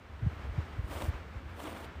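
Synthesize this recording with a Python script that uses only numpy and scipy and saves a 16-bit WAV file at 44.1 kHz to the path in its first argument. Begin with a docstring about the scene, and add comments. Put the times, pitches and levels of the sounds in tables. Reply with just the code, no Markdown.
"""Light wind rustles and rumbles over an open paddock, and dull thumps start to come and go.
At 0.9 s a brush is drawn through a horse's long tail: hairs slip off the bristles in a dense
crackle, the sliding strands swish, and the brush catches in a few snags and tears free.
The thumps die away, and at 1.6 s a second, longer stroke follows, fading as it goes."""
import sys
import numpy as np
from scipy import signal
from scipy.fft import rfft, irfft
from scipy.io import wavfile
from scipy.ndimage import uniform_filter1d

SR = 44100
rng = np.random.default_rng(int(sys.argv[2]) if len(sys.argv) > 2 else 0)


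def transcribe(signal):
    """Save signal, clipped to [-1, 1], as a 16-bit WAV file at the path in sys.argv[1]."""
    frames = np.atleast_2d(signal).T
    limited = np.clip(frames, -1, 1)
    pcm = np.round(limited * 32767).astype(np.int16)
    wavfile.write(sys.argv[1], SR, pcm)


N = 88200
T = np.arange(N) / SR

# tone of the wind in dry leaves and grass: frequency_hz, level_db
RUSTLE_SPECTRUM = [(100, 4), (200, 2.5), (330, 0), (500, -2), (800, -3.5), (1300, -3.5), (2200, -8.5),
                   (3200, -15.5), (4500, -22.5), (6500, -29.5), (9000, -34), (10200, -41.5), (15000, -37)]
# swell of the rustle: time_s, level_db
RUSTLE_SWELL = [(0, -54), (.19, -54), (.32, -47.5), (.42, -49), (.6, -48), (.85, -49), (1.15, -48),
                (1.3, -50.5), (1.55, -50.5), (1.8, -49.5), (2, -53.5)]
# tone of the air's low rumble: frequency_hz, level_db
RUMBLE_SPECTRUM = [(25, -64), (40, 0), (55, -1), (70, 8.5), (86, 9.5), (110, -14.5), (160, -16),
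                   (300, -58.5)]
# swell of the rumble: time_s, level_db
RUMBLE_SWELL = [(0, -57.5), (.14, -45), (.4, -42.5), (.7, -45), (.9, -41), (1.1, -39), (1.25, -48),
                (1.55, -47.5), (1.8, -53.5), (2, -49.5)]
# dull thumps: start_s, level_db, start_pitch_hz
THUMPS = [(.222, -22.5, 169), (.238, -23.5, 131), (0.261, -18, 230), (0.442, -29.5, 114),
          (.486, -30.5, 100), (0.505, -31, 85), (.534, -37, 142), (0.576, -19.5, 190), (0.784, -21, 124),
          (0.833, -27, 84), (1.033, -30, 86), (1.078, -21.5, 138), (1.134, -31.5, 87), (1.355, -27, 98),
          (1.452, -33, 105)]
# strokes of the brush: start_s, length_s, level_db, level_change_db
STROKES = [(0.902, 0.19, -45.5, -2), (1.595, 0.2625, -46, -8)]
# the brush catches in a tangle and tears free: peak_s, half_width_s, level_db, brightness_db
SNAGS = [(.915, 0.0063, -42.5, -2), (0.977, 0.011, -44, -11), (1.003, 0.0054, -46, -9),
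         (1.013, 0.0047, -38.5, -6), (1.0226, 0.0033, -35.5, -2.5), (1.604, 0.0037, -42, -5),
         (1.641, 0.0028, -44.5, 1), (1.655, 0.01, -50, -5), (1.847, 0.0078, -43.5, -7)]
# tone of hair on bristles: frequency_hz, level_db
HAIR_SPECTRUM = [(120, -25.5), (210, -3), (300, 4.5), (430, -4), (640, 2), (800, -4.5), (1050, -3.5),
                 (1400, -8.5), (2300, -14), (3400, -14.5), (4500, -25.5), (6500, -31.5), (9000, -28.5),
                 (15000, -44)]
# high sheen of the sliding strands: frequency_hz, level_db
SWISH_SPECTRUM = [(2000, -21), (4500, 0.5), (6500, -2.5), (9200, 0.5), (10000, -6), (12000, -4.5),
                  (15000, -2)]


def undb(db):
    """Decibels to gain."""
    return 10 ** (np.asarray(db) / 20)


def unit(x):
    """Scale to rms 1."""
    return x / np.sqrt(np.mean(x ** 2))


def ease(x):
    """A soft step from 0 to 1 around x = 0."""
    return .5 + .5 * np.tanh(x / 2)


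def curve(rows):
    """Join (time_s, value) points by straight lines."""
    return np.interp(T, *np.array(rows).T)


def colour(x, points):
    """Shape x with a causal EQ through (frequency_hz, level_db) points; rms 1."""
    hz, db = np.array(points).T
    freq = np.maximum(np.arange(N // 2 + 1) * SR / N, 1)
    skirt = np.minimum(freq / hz[0], 1) ** 2
    gain = skirt * undb(np.interp(np.log(freq), np.log(hz), db))
    cepstrum = irfft(np.log(gain), N)
    cepstrum[1:N // 2] *= 2  # minimum phase keeps the clicks' attacks sharp
    cepstrum[N // 2 + 1:] = 0
    return unit(irfft(rfft(x) * np.exp(rfft(cepstrum)), N))


def walk(rate_hz):
    """Smooth random wandering with a spread of 1."""
    hold = max(int(SR / rate_hz), 2)
    steps = np.repeat(rng.standard_normal(N)[:N // hold + 1], hold)
    return unit(uniform_filter1d(uniform_filter1d(steps, hold), hold)[:N])


def wind():
    """The bed: moving air flutters through dry leaves and grass over a narrow low rumble."""
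    flutter_db = 1.16 * walk(rate_hz=17)
    rustle = colour(rng.standard_normal(N), RUSTLE_SPECTRUM) * undb(curve(RUSTLE_SWELL) + flutter_db)
    rumble = colour(rng.standard_normal(N), RUMBLE_SPECTRUM) * undb(curve(RUMBLE_SWELL))
    return rustle + rumble


def thumps():
    """Each soft blow rings for a few cycles while its pitch sinks."""
    end_hz, sag_s = 58, 0.0098
    rise_s, decay_s = 0.011, 0.0086
    out = np.zeros(N)
    for start, level_db, start_hz in THUMPS:
        age = np.maximum(T - start, 0)
        cycles = end_hz * age + (start_hz - end_hz) * sag_s * (1 - np.exp(-age / sag_s))
        envelope = np.minimum(age / rise_s, 1) * np.exp(-np.maximum(age - rise_s, 0) / decay_s)
        out -= undb(level_db) * envelope * np.sin(2 * np.pi * cycles)
    return out


def stroke_envelope():
    """The pull on the tail: loose hairs graze the brush, then the bristles bite, ease off and leave."""
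    graze_db, graze_s, attack_s, release_s = -10, 0.047, 0.012, 0.008
    pull = np.zeros(N)
    for start, length, level_db, change_db in STROKES:
        age = T - start
        contact = ease(age / attack_s) + undb(graze_db) * ease(age / graze_s + 1)
        release = ease((length - age) / release_s)
        pull += contact * release * undb(level_db + change_db * np.clip(age / length, 0, 1))
    return pull


def snag_envelopes():
    """Each tangle gives a brief tug: one envelope for its body, one for its bright snap."""
    body, snap = np.zeros((2, N))
    for peak, half_width, level_db, brightness_db in SNAGS:
        tug = undb(level_db) * np.exp(-((T - peak) / half_width) ** 2)
        body += tug
        snap += tug * undb(brightness_db)
    return body, snap


def brush():
    """Hairs flick off the bristles, harder in the snags; the sliding strands add a smooth high swish."""
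    slips_per_s, slip_spread_db = 1500, 4.5
    crackle_grip_db, swish_grip_db, grip_hz = 1.86, 1.5, 100  # uneven grip roughens the level
    pull = stroke_envelope()
    snag_body, snag_snap = snag_envelopes()

    sizes = undb(slip_spread_db * np.minimum(rng.exponential(size=N), 3))
    signs = np.sign(rng.standard_normal(N))
    slips = unit((rng.random(N) < slips_per_s / SR) * sizes * signs)
    rub = undb(-2) * rng.standard_normal(N)
    drag = pull * undb(crackle_grip_db * walk(grip_hz))
    crackle = colour(slips + rub, HAIR_SPECTRUM) * np.hypot(drag, snag_body)

    soft_pull = uniform_filter1d(pull, int(0.017 * SR))
    slide = soft_pull * undb(swish_grip_db * walk(grip_hz))
    swish = colour(rng.standard_normal(N) + .5 * slips, SWISH_SPECTRUM) * np.hypot(slide, snag_snap)
    return crackle + undb(-11.5) * swish


def scene():
    """Brush, thumps and wind in the open air, mixed in mono."""
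    return (brush() + thumps() + wind())[None]


def record(dry):
    """The microphone sheds the deepest bass and cuts the top."""
    low_cut = signal.butter(3, 34, "high", fs=SR, output="sos")
    high_cut = signal.ellip(12, .2, 70, 15500, fs=SR, output="sos")
    return signal.sosfilt(high_cut, signal.sosfilt(low_cut, dry))


dry = scene()
out = record(dry)
transcribe(out)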